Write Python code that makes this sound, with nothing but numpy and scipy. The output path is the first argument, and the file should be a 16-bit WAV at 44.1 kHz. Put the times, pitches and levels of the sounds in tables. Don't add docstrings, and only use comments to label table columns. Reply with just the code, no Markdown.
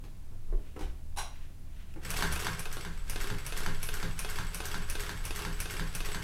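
import sys
import numpy as np
from scipy import signal
from scipy.fft import rfft, irfft, next_fast_len
from scipy.io import wavfile
from scipy.ndimage import uniform_filter1d, map_coordinates

SR = 44100
rng = np.random.default_rng(int(sys.argv[2]) if len(sys.argv) > 2 else 0)


def put_to_file(sound):
    columns = np.atleast_2d(sound).T
    safe = np.clip(columns, -1, 1)
    whole_steps = np.round(safe * 32767)
    wavfile.write(sys.argv[1], SR, whole_steps.astype(np.int16))


N = 274743
NOW = np.arange(N) / SR
AGE = np.arange(SR * 2 // 5) / SR

START_S, STOP_S = 2.032, 6.3
USUAL_PACE = 2.82
CLICK_AT, LANDING_AT, LOOP_AT, PUNCH_AT, KNOCK_AT = 0, .158, .305, .391, .555
# (steel click time [s], foot landing time [s], feed knock time [s],
# needle punch level [dB], table thump level [dB])
STITCH_ROWS = [(2.104, 2.14, 2.224, -24, -33), (2.324, 2.36, 2.468, -26.5, -36),
               (2.593, 2.655, 2.849, -28, -39), (3.097, 3.159, 3.301, -26, -32.5),
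               (3.464, 3.523, 3.662, -27, -33), (3.829, 3.888, 4.028, -32, -33.5),
               (4.191, 4.247, 4.386, -34, -36), (4.545, 4.603, 4.743, -30.5, -35),
               (4.899, 4.953, 5.093, -28, -38), (5.252, 5.307, 5.45, -25, -36),
               (5.602, 5.656, 5.796, -26, -33.5), (5.95, 6.004, 6.146, -27.5, -36)]


def shaft():
    times = [START_S] + [s for row in STITCH_ROWS for s in row[:3]] + [STOP_S]
    marks = np.add.outer(np.arange(len(STITCH_ROWS)), [CLICK_AT, LANDING_AT, KNOCK_AT]).ravel()
    turns = np.interp(NOW, times, np.r_[-.3, marks, len(STITCH_ROWS)])
    turns_per_s = uniform_filter1d(np.gradient(turns) * SR, size=SR // 16)
    return turns, np.abs(turns_per_s) / USUAL_PACE


def stitching(turns, speed):
    contact_sound = steel_click(turns, speed) + foot_landing(turns, speed) + feed_knock(turns, speed)
    contact_sound += linkage_ticks(turns, speed) + thread_loop(turns, speed)
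    contact_sound += thread_snaps(turns, speed) + needle_punch(turns)
    return contact_sound + table_thumps() + whirr(turns, speed) + thread_rasp()


# (frequency [Hz], level [dB per Hz])
CLICK_COLOUR = [(240, 0), (400, -20), (626, -8.5), (1090, -28), (1460, -44), (1600, -2), (1930, -6),
                (2430, 5.5), (3260, -15), (3580, -15), (5430, 1), (7400, -9), (9040, -5.5), (12100, -2.5),
                (16000, -17)]
# (frequency [Hz], level [dB], t60 [s])
CLICK_MODES = [(1067, -5, 0.13), (2280, -3, 0.08), (6309, -6, 0.2), (9162, -3, .15), (9237, -1.5, 0.23),
               (10270, -1.5, 0.069), (11940, -9, .15)]


def steel_click(turns, speed):
    clicks = each_turn(turns, speed, [(CLICK_AT, -24)], doubling_db=-0.5)
    blows = contacts(clicks, CLICK_COLOUR, t60=.055, room_db=-2.5, crack_db=7, gain_db=-10.5, alike=.75)
    return casting(blows) + ringing(clicks, CLICK_MODES, gain_db=-21.5, rise=.004)


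# (frequency [Hz], level [dB per Hz])
LANDING_COLOUR = [(150, -39), (250, -3), (444, 2.5), (607, -17), (710, -6), (1580, -0.5), (2280, -11),
                  (2530, -8), (3060, -5), (4050, -9), (5930, -16), (11500, -16.5), (16000, -31)]
# (frequency [Hz], level [dB], t60 [s])
FOOT_MODES = [(443, 2, 0.12), (733, -1.5, 0.16), (1480, -9, 0.11), (1537, -6, 0.25), (2570, 4.5, 0.073),
              (4030, -18.5, 0.17), (6233, -9, .15)]
# (frequency [Hz], level [dB], t60 [s])
TABLE_MODES = [(70, -8, .4), (108, -4, .35), (126, -8, .3), (141, -8, .2), (167, 0, .38), (186, -6, .3),
               (241, -15, .3), (274, -13, .3), (322, -15, .3), (398, -17, .3), (414, -14, .3),
               (515, -15, .25)]


def foot_landing(turns, speed):
    landings = each_turn(turns, speed, [(LANDING_AT, -25)], doubling_db=3.2)
    blows = contacts(landings, LANDING_COLOUR, t60=.036, room_db=-1.5, crack_db=2.5, gain_db=-9.5, alike=.65)
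    foot = ringing(landings, FOOT_MODES, gain_db=-19.5, rise=.006)
    return casting(blows) + foot + ringing(landings, TABLE_MODES, gain_db=-28.5, rise=0.017)


def table_thumps():
    thumps = [(knock_s + 0.0112, thump_db) for _, _, knock_s, _, thump_db in STITCH_ROWS]
    return ringing(thumps, TABLE_MODES, gain_db=-0.5, rise=0.028)


# (frequency [Hz], level [dB per Hz])
KNOCK_COLOUR = [(150, -21), (250, 9.5), (292, -1), (629, -7.5), (1530, 5), (1700, 2), (3060, -2),
                (4050, -5.5), (4410, -4), (7840, -12), (9330, -18), (11900, -14), (16000, -42)]
# (frequency [Hz], level [dB], t60 [s])
FEED_MODES = [(870, -3, 0.16), (1384, 0, .15), (1429, -2, 0.17), (1550, 2, 0.29), (2056, -9, .15),
              (3580, -3.5, 0.12), (3840, -2.5, 0.16)]


def feed_knock(turns, speed):
    knocks = each_turn(turns, speed, [(KNOCK_AT, -24.5)], doubling_db=9.5)
    blows = contacts(knocks, KNOCK_COLOUR, t60=.036, room_db=-1, crack_db=6, gain_db=-10, alike=.77)
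    return casting(blows) + ringing(knocks, FEED_MODES, gain_db=-21.5, rise=.004)


# (place [share of a turn], level at the usual pace [dB])
LINKAGE_PLAY = [(.28, -23), (.473, -22), (.78, -27), (.967, -30)]
# (frequency [Hz], level [dB per Hz])
TICK_COLOUR = [(240, -28), (400, -9), (708, -11), (1900, 6.5), (2150, 2), (3310, -0.5), (4050, -8.5),
               (5350, -1.5), (6950, -10.5), (8110, -6), (8760, -17.5), (12100, -7), (16000, -27)]
# (frequency [Hz], level [dB], t60 [s])
LINKAGE_MODES = [(414.6, -2, 0.25), (2050, -7, 0.1), (2186, -0.5, 0.14), (2230, -3, 0.1), (2710, -3, .15),
                 (3300, -4, 0.11), (4650, -7, 0.22), (5440, -7, .15)]
# (frequency [Hz], level [dB], t60 [s])
SPRING_MODES = [(7971, -4, .2), (8014, -1, .24), (8110, -9, .1)]


def linkage_ticks(turns, speed):
    ticks = each_turn(turns, speed, LINKAGE_PLAY, doubling_db=8.0)
    blows = contacts(ticks, TICK_COLOUR, t60=0.032, room_db=0.5, crack_db=-22.0, gain_db=-15.5, alike=0.51)
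    linkage = ringing(ticks, LINKAGE_MODES, gain_db=-25.5, rise=.006)
    spring = ringing([(s, 0.41 * db) for s, db in ticks], SPRING_MODES, gain_db=-39, rise=.025)
    return casting(blows) + linkage + spring


# (frequency [Hz], level [dB per Hz])
LOOP_COLOUR = [(880, -25), (1500, -1), (1900, 0), (2230, -14), (3450, -16), (5490, -5.5), (7100, -7.5),
               (7840, -8), (10300, -12), (14200, -7), (16000, -35)]


def thread_loop(turns, speed):
    loops = each_turn(turns, speed, [(LOOP_AT, -27.5)], doubling_db=1)
    return casting(contacts(loops, LOOP_COLOUR, t60=.037, room_db=0, crack_db=0, gain_db=-10.5, alike=.5))


# (place [share of a turn], level at the usual pace [dB])
THREAD_SNAPS = [(.572, -36), (.735, -42)]


def thread_snaps(turns, speed):
    snaps = each_turn(turns, speed, THREAD_SNAPS, doubling_db=16)
    return casting(contacts(snaps, CLICK_COLOUR, t60=0.0077, room_db=-2.0, crack_db=-11.0, gain_db=-15.0, alike=0.66))


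def needle_punch(turns):
    punches = [(np.interp(k + PUNCH_AT, turns, NOW), db) for k, (*_, db, _) in enumerate(STITCH_ROWS)]
    return casting(contacts(punches, LANDING_COLOUR, t60=0.024, room_db=2.0, crack_db=0, gain_db=-10, alike=0.36))


# (frequency [Hz], width [Hz], level [dB])
CASTING_MODES = [(414, 33, 2), (507, 15, -14), (730, 145, -3.5), (870, 55, -6.5), (1096, 20, -2.5),
                 (1290, 8.3, -4), (1412, 32, -7), (1548, 92, -10), (2100, 9.1, 2), (2770, 120, -12),
                 (3410, 19, 2), (9080, 91, 5), (10300, 160, 4)]


def casting(blows):
    def body(f):
        response = 1
        for hz, width, db in CASTING_MODES:
            damping = 1j * f * width
            response = response + amp(db) * damping / (hz * hz - f * f + damping)
        return response
    return filtered(blows, body)


# (place [share of a turn], level [dB])
SLIDING_LEVEL = [(0, 5), (.08, 2), (.22, -3.5), (.32, 3.5), (.42, -1), (.53, 1), (.63, 0), (.75, -2),
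                 (.9, -4.5), (1, 1)]
# (frequency [Hz], level [dB per Hz])
WHIRR_COLOUR = [(53, -30), (90, 2.5), (169, -0.5), (278, -21.5), (410, -10.5), (661, -16), (1570, -8.5),
                (1910, -15.5), (2650, -14), (4080, -18), (5410, -22.5), (7330, -22.5), (8000, -22.5),
                (12100, -28), (16000, -40)]


def whirr(turns, speed):
    stroke_db = np.interp(turns % 1, *np.transpose(SLIDING_LEVEL))
    sizzle_colour = [(2000, -30), (5500, 0), (8000, 2), (11800, 2.0), (15000, -5), (16000, -20)]
    rattle = unit(amp(1.25 * wobble(330)) * noise(WHIRR_COLOUR, N))
    sizzle = unit(amp(5 * wobble(500)) * noise(sizzle_colour, N))
    return amp(stroke_db) * (amp(-46.5) * speed ** 1.36 * rattle + amp(-60.5) * speed ** 2.4 * sizzle)


# (middle [s], length [s], level [dB])
RASP_STROKES = [(3.868, 0.11, -47)]


def thread_rasp():
    colour = [(1000, -36), (4000, -4), (8000, -8), (11000, 14), (13000, 3), (16000, -15)]
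    return swells(RASP_STROKES) * amp(3.7 * wobble(400)) * noise(colour, N)


# (time [s], level [dB])
DROP_BLOWS = [(1.163, -41), (1.171, -29), (1.184, -24.5), (1.191, -28.5)]
# (frequency [Hz], level [dB per Hz])
CLACK_COLOUR = [(150, -61), (250, -40), (386, -13), (501, -27), (788, -2.5), (1310, -12.5), (1880, -18),
                (2810, -13), (3710, -17), (3910, -5), (4260, -23), (5630, -17), (7190, -24), (10000, -16),
                (16000, -40)]
# (frequency [Hz], level [dB], t60 [s])
LIFTER_MODES = [(390, -8, .2), (800, 2, .18), (900, 3, .22), (1050, -9, .5), (1577, -12, .33),
                (2035, -6, .16), (2223, -12, .3), (2767, -11, .33), (2910, -9, .33), (3553, -10, .35),
                (3910, -11, .25), (4000, -5, .25), (5610, -7, .35), (5744, -5, .42), (5830, -6, .38),
                (6697, -6, .42), (7600, -10, .25), (8382, -12, .25), (9900, -7, .28), (10150, -12, .35)]


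def presser_drop():
    clack = contacts(DROP_BLOWS, CLACK_COLOUR, t60=0.088, room_db=-2.0, crack_db=-2, gain_db=-8.5, alike=0.058)
    return clack + ringing(DROP_BLOWS[1:2], LIFTER_MODES, gain_db=-14, rise=.05)


# (time [s], level [dB], treble against
# the mids [dB])
BUMP_BLOWS = [(0.039, -54.5, 4), (0.319, -57.5, -26), (0.485, -58, -18), (.526, -46, -29), (.763, -43, -12),
              (.792, -46, 1), (.809, -42.5, -2), (0.837, -54, 3), (1.96, -47, -14)]
# (frequency [Hz], level [dB per Hz])
BUMP_COLOUR = [(80, -3), (135, 1), (220, -11), (310, -0.5), (400, -6), (520, -14.5), (760, -11),
               (1100, -13), (2000, -14.5), (4000, -22.5), (9000, -27.5), (15000, -35)]
# (frequency [Hz], level [dB], t60 [s])
BED_MODES = [(150, -3, .25), (309, 0, .3), (369, 0, .28), (396, -2, .28), (441, -3, .22), (503, -4, .22),
             (760, -9, .2)]


def work_bumps():
    track = ringing(BUMP_BLOWS, BED_MODES, gain_db=-6.0, rise=0.012)
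    track += ringing(BUMP_BLOWS, TABLE_MODES, gain_db=-11, rise=0.022)
    for s, db, treble_db in BUMP_BLOWS:
        tilt = [(900, 0), (4000, treble_db)]
        colour = [(hz, level + along(tilt, hz)) for hz, level in BUMP_COLOUR]
        add(track, s, amp(db + 2.0) * blow(colour, t60=0.075, room_db=1.5, crack_db=4))
    return track


# (time [s], level [dB])
CLUTCH_BLOWS = [(1.939, -41.5), (2.035, -36), (2.049, -24.5)]


def clutch():
    clicks = contacts(CLUTCH_BLOWS, TICK_COLOUR, t60=.03, room_db=-11, crack_db=-6, gain_db=-11, alike=0.36)
    return clicks + ringing(CLUTCH_BLOWS, TABLE_MODES, gain_db=-17, rise=0.02)


# (middle [s], length [s], level [dB])
CLOTH_STROKES = [(.72, 0.35, -67.5), (1.42, 0.32, -65.5), (1.82, 0.4, -65)]


def cloth_slides():
    colour = [(300, -27), (1200, -2.5), (2800, 1), (5000, -11), (14000, -20.0)]
    return swells(CLOTH_STROKES) * amp(3.1 * wobble(29.55)) * noise(colour, N)


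# (time [s], level [dB])
HUM_LEVEL = [(0, -55), (.7, -47.5), (1.0, -43.5), (1.4, -49.5), (3.0, -50), (5.0, -45), (6.2, -51)]


def motor_hum():
    load = swell(middle=2.3, length=0.338)
    hz = 70.4 - 6.63 * load
    phase = 2 * np.pi * np.cumsum(hz) / SR + 1.2 * wobble(5.6)
    level_db = curve(HUM_LEVEL) + 15.5 * load + 2.2 * wobble(9.4)
    return amp(level_db) * np.sin(phase)


# (middle [s], length [s], level [dB])
LEANING_STROKES = [(.55, 0.12, -28.5), (.89, 0.21, -26.5)]
# (frequency [Hz], level [dB per Hz])
SHAKE_COLOUR = [(12, -20), (21, -14.5), (25, -4), (30, -2.5), (38, -29), (55, -22), (90, -48), (200, -87)]


def rocking_stand(turns, speed):
    sway = speed * amp(-44 + 0.6 * turns)
    return (swells(LEANING_STROKES) + sway) * noise(SHAKE_COLOUR, N)


# (frequency [Hz], level [dB per Hz])
RUMBLE_COLOUR = [(4, -27), (9, -5), (14, 13), (20, -13.5), (30, -5), (40, -19.5), (55, -21), (100, -36),
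                 (200, -77), (400, -71)]
# (frequency [Hz], level [dB per Hz])
AIR_COLOUR = [(53, -60), (90, 2), (210, -13), (272, -13.5), (467, -25), (556, -24.5), (606, -24.5),
              (1090, -29), (1290, -32.5), (1410, -30.5), (4960, -36.5), (11100, -37), (16000, -43)]


def room_noise():
    return amp(-35) * noise(RUMBLE_COLOUR, N) + amp(-54.5) * noise(AIR_COLOUR, N)


def each_turn(turns, speed, places, doubling_db):
    rows = []
    for k in range(-1, len(STITCH_ROWS)):
        for share, db in places:
            if turns[0] < k + share < turns[-1]:
                s = np.interp(k + share, turns, NOW)
                pace_db = doubling_db * np.log2(speed[int(s * SR)] + .001)
                scatter_db = 1.32 * rng.standard_normal()
                rows.append((s, db + pace_db + scatter_db))
    return rows


def contacts(rows, spectrum, t60, room_db, crack_db, gain_db, alike):
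    track, own = np.zeros(N), blow(spectrum, t60, room_db, crack_db)
    for s, db, *_ in rows:
        fresh = blow(spectrum, t60, room_db, crack_db)
        add(track, s, amp(db + gain_db) * (np.sqrt(alike) * own + np.sqrt(1 - alike) * fresh))
    return track


# (frequency [Hz], t60 [s])
ROOM_DECAY = [(150, 0.54), (1000, 0.41), (4000, 0.4), (9000, 0.29), (15000, 0.24)]


def blow(spectrum, t60, room_db, crack_db):
    hz, t, bins = signal.stft(rng.standard_normal(len(AGE)), SR, nperseg=256)
    decay = np.exp(-np.log(1000) * t / along(ROOM_DECAY, hz)[:, None])
    room = signal.istft(bins * decay, SR, nperseg=256)[1][:len(AGE)]
    room = room * (1 - fade(0.018))
    envelope = (fade(t60) + amp(crack_db) * fade(0.0059)) * (1 - fade(0.0032))
    direct = noise(spectrum, len(AGE)) * envelope
    tail = signal.fftconvolve(direct, room / np.linalg.norm(room))[:len(AGE)]
    return direct + amp(room_db) * tail


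def ringing(rows, modes, gain_db, rise):
    track = np.zeros(N)
    shapes = np.array([amp(db) * fade(t60) * np.sin(2 * np.pi * hz * AGE) for hz, db, t60 in modes])
    shapes = shapes * (1 - fade(rise))
    for s, db, *_ in rows:
        strengths = amp(db + gain_db + 2 * rng.standard_normal(len(modes)))
        add(track, s, strengths @ shapes)
    return track


def swell(middle, length):
    return np.cos(np.pi / 2 * np.clip(2 * (NOW - middle) / length, -1, 1))


def swells(rows):
    return sum(amp(db) * swell(s, length) for s, length, db in rows)


def amp(db):
    return 10 ** (np.asarray(db) / 20)


def fade(t60):
    return np.exp(-np.log(1000) * AGE / t60)


def unit(x):
    return x / np.sqrt(np.mean(x ** 2) + 1e-20)


def along(points, hz):
    f, v = np.transpose(points)
    return np.interp(np.log(hz + 1), np.log(f + 1), v)


def curve(rows):
    return np.interp(NOW, *np.transpose(rows))


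def wobble(rate):
    return map_coordinates(rng.standard_normal(int(N * rate / SR) + 4), [NOW * rate])


def filtered(x, response):
    m = next_fast_len(len(x) + SR // 4)
    return irfft(rfft(x, m) * response(np.fft.rfftfreq(m, 1 / SR)), m)[:len(x)]


def noise(spectrum, size):
    gain = amp(along(spectrum, np.fft.rfftfreq(size, 1 / SR)))
    return unit(irfft(rfft(rng.standard_normal(size)) * gain, size))


def add(track, s, sound):
    part = track[max(round(s * SR), 0):][:len(sound)]
    part += sound[:len(part)]


def scene():
    turns, speed = shaft()
    handling = presser_drop() + work_bumps() + clutch() + cloth_slides()
    background = motor_hum() + rocking_stand(turns, speed) + room_noise()
    return np.tile(stitching(turns, speed) + handling + background, (2, 1))


def record(dry):
    hiss = [(60, -3), (400, 1), (1500, -12.0), (4000, -3), (12000, 1.0), (16000, 6)]
    return np.array([filtered(side + amp(-76) * noise(hiss, N), lambda hz: hz < 15900) for side in dry])


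dry = scene()
out = record(dry)
put_to_file(out)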